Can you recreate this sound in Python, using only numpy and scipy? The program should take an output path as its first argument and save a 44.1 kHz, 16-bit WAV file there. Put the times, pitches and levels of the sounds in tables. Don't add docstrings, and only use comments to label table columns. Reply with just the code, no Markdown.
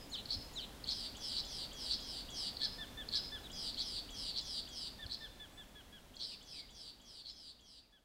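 import sys
import numpy as np
from scipy import signal
from scipy.fft import rfft, irfft
from scipy.io import wavfile

SR = 44100
rng = np.random.default_rng(int(sys.argv[2]) if len(sys.argv) > 2 else 0)


def unload_audio(sound):
    columns = np.transpose(np.atleast_2d(sound))
    steps = np.round(np.clip(columns, -1, 1) * 32767)
    wavfile.write(sys.argv[1], SR, steps.astype(np.int16))


N = 354608


def from_db(db):
    return 10 ** (np.asarray(db) / 20)


def unit_power(x):
    return x / np.sqrt(np.mean(x ** 2) + 1e-20)


def at_hz(points, hz):
    freqs, values = np.transpose(points)
    return np.interp(np.log(np.maximum(hz, 1)), np.log(freqs), values)


def wander(count, per_s):
    knots = rng.standard_normal(512)
    return np.interp(np.arange(count) * per_s / SR, np.arange(len(knots)), knots)


def add(track, start_s, sound):
    first = max(int(start_s * SR), 0)
    part = sound[:max(N - first, 0)]
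    track[first:first + len(part)] += part


def clock(length_s):
    return np.arange(int(length_s * SR)) / SR


def ramp(t, rise_s):
    return np.clip(t / rise_s, 0, 1)


def envelope(t, attack_s, release_s):
    return ramp(t - t[0], attack_s) * ramp(t[-1] - t, release_s)


def glide(t, first_hz, last_hz, bend):
    return first_hz + (last_hz - first_hz) * (t / t[-1]) ** bend


def scoop(t, flat, settle_s=0.00301):
    return 1 - flat * np.exp(-t / settle_s)


# frequency in Hz, gain in dB.
BEAK_RESPONSE = [(1500, 1.5), (3000, -2), (3700, -0.5), (4150, -3.5), (4450, 1.5), (4750, -3.5),
                 (5150, 3.5), (5600, -6.5), (6500, -5.5), (7200, -3.5), (8100, 0), (9400, -6), (10000, -8),
                 (10900, -20), (12000, -22)]

def syrinx(t, pitch_hz, effort, overtone_db, swing=0, trill_hz=0, unsteady=0, pulsing=0, jitter=0,
           dwell=0.22, lead=0):
    slip_s = np.cumsum(unsteady * wander(len(t), trill_hz)) / SR
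    trill_phase = 2 * np.pi * trill_hz * (t + slip_s - np.interp(0, t, slip_s))
    stroke = np.sin(trill_phase) + dwell * np.cos(2 * trill_phase)
    hz = pitch_hz * (1 + swing * stroke) * (1 + jitter * wander(len(t), 1500))
    phase = 2 * np.pi * np.cumsum(hz) / SR
    depth = pulsing * swing / (np.max(np.abs(swing)) + 1e-3)
    throb = 1 + depth * (np.sin(trill_phase + lead) + 0.42 * wander(len(t), 2 * trill_hz))
    tone = from_db(at_hz(BEAK_RESPONSE, hz)) * np.sin(phase)
    octave = from_db(overtone_db + at_hz(BEAK_RESPONSE, 2 * hz)) * np.sin(2 * phase)
    return np.sqrt(2) * (tone + octave) * throb * effort


def near_echo(song, strength, notch_hz):
    return song - strength * np.interp(np.arange(N) - SR / notch_hz, np.arange(N), song)


def thicket(song, wet_db, ring_hz=4500, ring=0, leaves_t60_s=0.069, trunks_t60_s=0.63):
    delay = clock(0.5)
    scatter = rng.standard_normal(len(delay)) * (rng.random(len(delay)) < 0.08)
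    leaves = np.exp(-np.log(1000) * delay / leaves_t60_s)
    trunks = from_db(-11) * np.exp(-np.log(1000) * delay / trunks_t60_s)
    trees = from_db(-26) * np.exp(-((delay - 0.09) / 0.02) ** 2)
    echoes = unit_power(scatter * (leaves + trunks + trees)) / np.sqrt(len(delay))
    echoes = signal.sosfilt(signal.butter(2, 7500, fs=SR, output="sos"), echoes)
    ringing = signal.lfilter(*signal.iirpeak(ring_hz, Q=18, fs=SR), echoes * (delay > 0.03))
    return song + from_db(wet_db) * signal.fftconvolve(song, echoes + ring * ringing)[:N]


# frequency in Hz, relative spectral density in dB.
BACKGROUND_SPECTRUM = [(20, -3.5), (40, 4), (64, 0.5), (100, -5.5), (160, -7), (270, -4.5), (330, -10.5),
                       (450, -11.5), (700, -12.5), (1200, -18), (2300, -21), (3500, -19.5), (6000, -25.5),
                       (15500, -31.5)]
# frequency in Hz, level against the middle in dB.
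SIDE_NOISE_LEVELS = [(60, -61), (150, -66), (380, -28), (950, -29), (2380, -46.5), (5980, -30.5),
                     (15000, -6)]

def background(level_db=-53):
    hz = np.arange(N // 2 + 1) * SR / N
    mid, side = rfft(rng.standard_normal((2, N))) * from_db(at_hz(BACKGROUND_SPECTRUM, hz))
    side = side * from_db(at_hz(SIDE_NOISE_LEVELS, hz))
    return from_db(level_db) * unit_power(irfft(np.stack([mid + side, mid - side]), N))


# start in seconds, length in seconds, level in dB,
# first pitch in Hz, last pitch in Hz, trill swing as a fraction of the pitch.
THIN_TONES = [(0, .054, -60.5, 5020, 5000, 0.0038), (3.431, 0.046, -53.5, 3980, 3040, 0.014),
              (3.526, 0.088, -51, 4970, 4960, 0.0025), (5.515, .14, -71, 7860, 7160, 0.0081),
              (6.311, 0.044, -53.5, 2720, 2500, 0.082), (6.523, 0.076, -57.5, 2560, 2120, 0.058),
              (6.586, 0.073, -59, 2205, 2070, 0.022), (7.829, .04, -62, 2630, 2300, .05)]

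def thin_tones():
    out = np.zeros(N)
    for start, length, db, first_hz, last_hz, swing in THIN_TONES:
        t = clock(length)
        effort = envelope(t, attack_s=0.0064, release_s=0.0042)
        note = syrinx(t, glide(t, first_hz, last_hz, bend=2.6), effort, overtone_db=-30,
                      swing=swing, trill_hz=90.6, unsteady=0.36, pulsing=0.29, jitter=0.02)
        add(out, start, from_db(db) * note)
    return out


# start in seconds, length in seconds, level in dB, top of the low glide in Hz.
SLUR_NOTES = [(0.097, .118, -42, 4540), (0.533, .126, -43, 4260)]

def slurs(top_hz=7150, end_hz=3480, swell_db=9):
    out = np.zeros(N)
    for start, length, db, low_hz in SLUR_NOTES:
        t = clock(length)
        trilling = ramp(t - length / 2, 0.015)
        fall_hz = end_hz + (top_hz - end_hz) * np.exp(-(t / (0.47 * length)) ** 2.8)
        effort = envelope(t, attack_s=0.004, release_s=0.014) * from_db(swell_db * (trilling - 1.5))
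        high = syrinx(t, fall_hz * scoop(t, flat=0.221), effort, overtone_db=-25, jitter=0.024,
                      swing=0.015 + 0.15 * trilling, trill_hz=138.4, unsteady=0.163, pulsing=0.34)
        add(out, start, from_db(db) * high)
        t = clock(0.44 * length)
        pitch = glide(t, low_hz, 2800, bend=1.4) * scoop(t, flat=0.207)
        effort = envelope(t, attack_s=0.02, release_s=0.007)
        low = syrinx(t, pitch, effort, overtone_db=-21, jitter=0.0038)
        add(out, start + 0.14 * length, from_db(db) * low)
    return out


def tick():
    t = clock(0.0096)
    effort = from_db(2) * envelope(t, attack_s=0.0062, release_s=0.0049) ** 2
    return syrinx(t, glide(t, 5455, 2900, bend=1.39), effort, overtone_db=-28, jitter=0.011)


# start in seconds, length in seconds, level in dB, run-up gain in dB.
RASP_CHIRPS = [(0.306, 0.045, -40.5, -8), (0.89, 0.044, -39, -4.5), (1.367, .043, -40, -10),
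               (1.911, 0.041, -38.5, -10), (2.618, 0.044, -37, -8.5), (3.137, 0.05, -36.5, -6.5),
               (3.793, .037, -39, -4), (4.362, 0.04, -38.5, -5), (5.113, 0.042, -40, -6.5),
               (6.216, 0.046, -38.5, -2), (7.268, .047, -39.5, -1)]

def rasps(tick_lead_s=0.053, run_up_s=0.027):
    out = np.zeros(N)
    for start, length, db, run_up_db in RASP_CHIRPS:
        t = clock(run_up_s + length + 0.0071) - run_up_s
        effort = envelope(t, attack_s=0.016, release_s=0.017) * from_db(run_up_db * ramp(-t, 0.003))
        opening = ramp(t, 0.01995)
        burst = syrinx(t, 4130 + 330 * opening, effort, overtone_db=-22.5, swing=0.11 + 0.026 * opening,
                       trill_hz=124.6, unsteady=0.1553, pulsing=0.46, jitter=0.0552, dwell=0.1, lead=1.82)
        add(out, start - tick_lead_s, from_db(db) * tick())
        add(out, start - run_up_s, from_db(db) * burst)
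    return near_echo(out, strength=0.41, notch_hz=933)


# start in seconds, length in seconds, level in dB.
WIND_PUFFS = [(0.34, 0.083, -50), (5.01, 0.074, -48)]

def wind_puffs(band_hz=(35, 85)):
    out = np.zeros(N)
    band = signal.butter(2, band_hz, "band", fs=SR, output="sos")
    for start, length, db in WIND_PUFFS:
        count = int(length * SR)
        thud = signal.sosfilt(band, rng.standard_normal(count)) * np.hanning(count)
        add(out, start, from_db(db) * unit_power(thud))
    return out


def upsweep():
    t = clock(0.019)
    effort = from_db(-3.5) * envelope(t, attack_s=0.01, release_s=0.0057)
    low = syrinx(t, glide(t, 2720, 4050, bend=1.71), effort, overtone_db=-36, jitter=0.029)
    t = clock(0.0096)
    effort = from_db(-4) * envelope(t, attack_s=0.0045, release_s=0.0033)
    high = syrinx(t, glide(t, 5600, 8200, bend=1), effort, overtone_db=-36, jitter=0.024)
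    return np.concatenate([low, high])


# start in seconds, length in seconds, level in dB, late swell of the buzz in dB.
WHEEZE_NOTES = [(0.875, 0.2, -50, 6), (1.169, 0.21, -47, 3.5), (1.453, 0.2, -47.5, 3),
                (1.732, 0.2, -48.5, 8), (2.006, .21, -49.5, 3.5), (2.305, 0.19, -45.5, 3),
                (3.518, 0.19, -47.5, 5.5), (3.788, 0.21, -48, 7), (4.107, 0.2, -46.5, 5.5),
                (4.413, 0.19, -46, 8), (4.69, .2, -47, 4.5), (6.158, .19, -48, 6),
                (6.429, 0.18, -47.5, 8.5), (6.708, 0.2, -47, 5), (7.017, .2, -48.5, 7.5),
                (7.315, 0.2, -47.5, 8), (7.611, 0.19, -46, 3.5)]

def wheezes(top_hz=5876, end_hz=4097, break_s=0.033, fall_s=0.058):
    out = np.zeros(N)
    for start, length, db, swell_db in WHEEZE_NOTES:
        trill_offset, detune = rng.standard_normal(2)
        t = clock(length + 0.008)
        buzzing = ramp(t - break_s, 0.006)
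        late = ramp(t - length / 2, length / 2)
        pitch = end_hz + (top_hz - end_hz) * np.exp(-np.maximum(t - break_s, 0) / fall_s)
        effort = envelope(t, attack_s=0.071, release_s=0.014) * from_db(swell_db * late)
        high = syrinx(t, pitch, effort, overtone_db=-9.5 - 7 * late ** 2,
                      swing=0.135 * buzzing, trill_hz=158.4 + 5 * trill_offset,
                      unsteady=0.0848, pulsing=0.35, jitter=0.027, dwell=0.26, lead=0.98)
        pitch = glide(t, 3378, 2908, bend=1.25) * (1 + 0.012 * detune)
        effort = from_db(-9.5) * envelope(t, attack_s=0.0057, release_s=0.025)
        low = syrinx(t, pitch, effort, overtone_db=-12.5, swing=0.065 * ramp(t - break_s, 0.027),
                     trill_hz=163.5, unsteady=0.205, jitter=0.008)
        add(out, start - 0.024, from_db(db) * upsweep())
        add(out, start, from_db(db) * (high + low))
    return near_echo(out, strength=0.13, notch_hz=589.5)


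# start in seconds, level in dB, pitch in Hz.
NASAL_NOTES = [(2.608, -52, 1760), (2.78, -49.5, 1785), (2.968, -51, 1770), (3.131, -55.5, 1694),
               (3.315, -50.5, 1750), (4.987, -48.5, 1790), (5.204, -49, 1785), (5.393, -52.5, 1745),
               (5.57, -54, 1745), (5.749, -55, 1695), (5.921, -54.5, 1672), (7.92, -52, 1705)]

def nasal_calls(length_s=0.075, droop=0.278):
    out = np.zeros(N)
    t = clock(length_s)
    effort = envelope(t, attack_s=0.0087, release_s=0.022)
    for start, db, hz in NASAL_NOTES:
        pitch = glide(t, hz, hz * (1 - droop), bend=4.68) * scoop(t, flat=0.04)
        call = syrinx(t, pitch, effort, overtone_db=7.5, jitter=0.014)
        add(out, start, from_db(db) * unit_power(call))
    return out


def scene():
    buzzes = thicket(wheezes(), wet_db=0, ring_hz=4730, ring=0.36)
    chirps = thicket(rasps(), wet_db=-1, ring_hz=5200, ring=1)
    slurred = thicket(slurs(), wet_db=-5)
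    faint_notes = thicket(nasal_calls() + thin_tones(), wet_db=-4.5)
    return background() + faint_notes + slurred + chirps + wind_puffs() + buzzes


def record(dry, fade_start_s=3.38, fade_end_s=8.574, cutoff_hz=15760):
    faded = dry * np.interp(np.arange(N) / SR, [fade_start_s, fade_end_s], [1, 0])
    return signal.sosfilt(signal.ellip(12, 0.1, 80, cutoff_hz, fs=SR, output="sos"), faded)


dry = scene()
out = record(dry)
unload_audio(out)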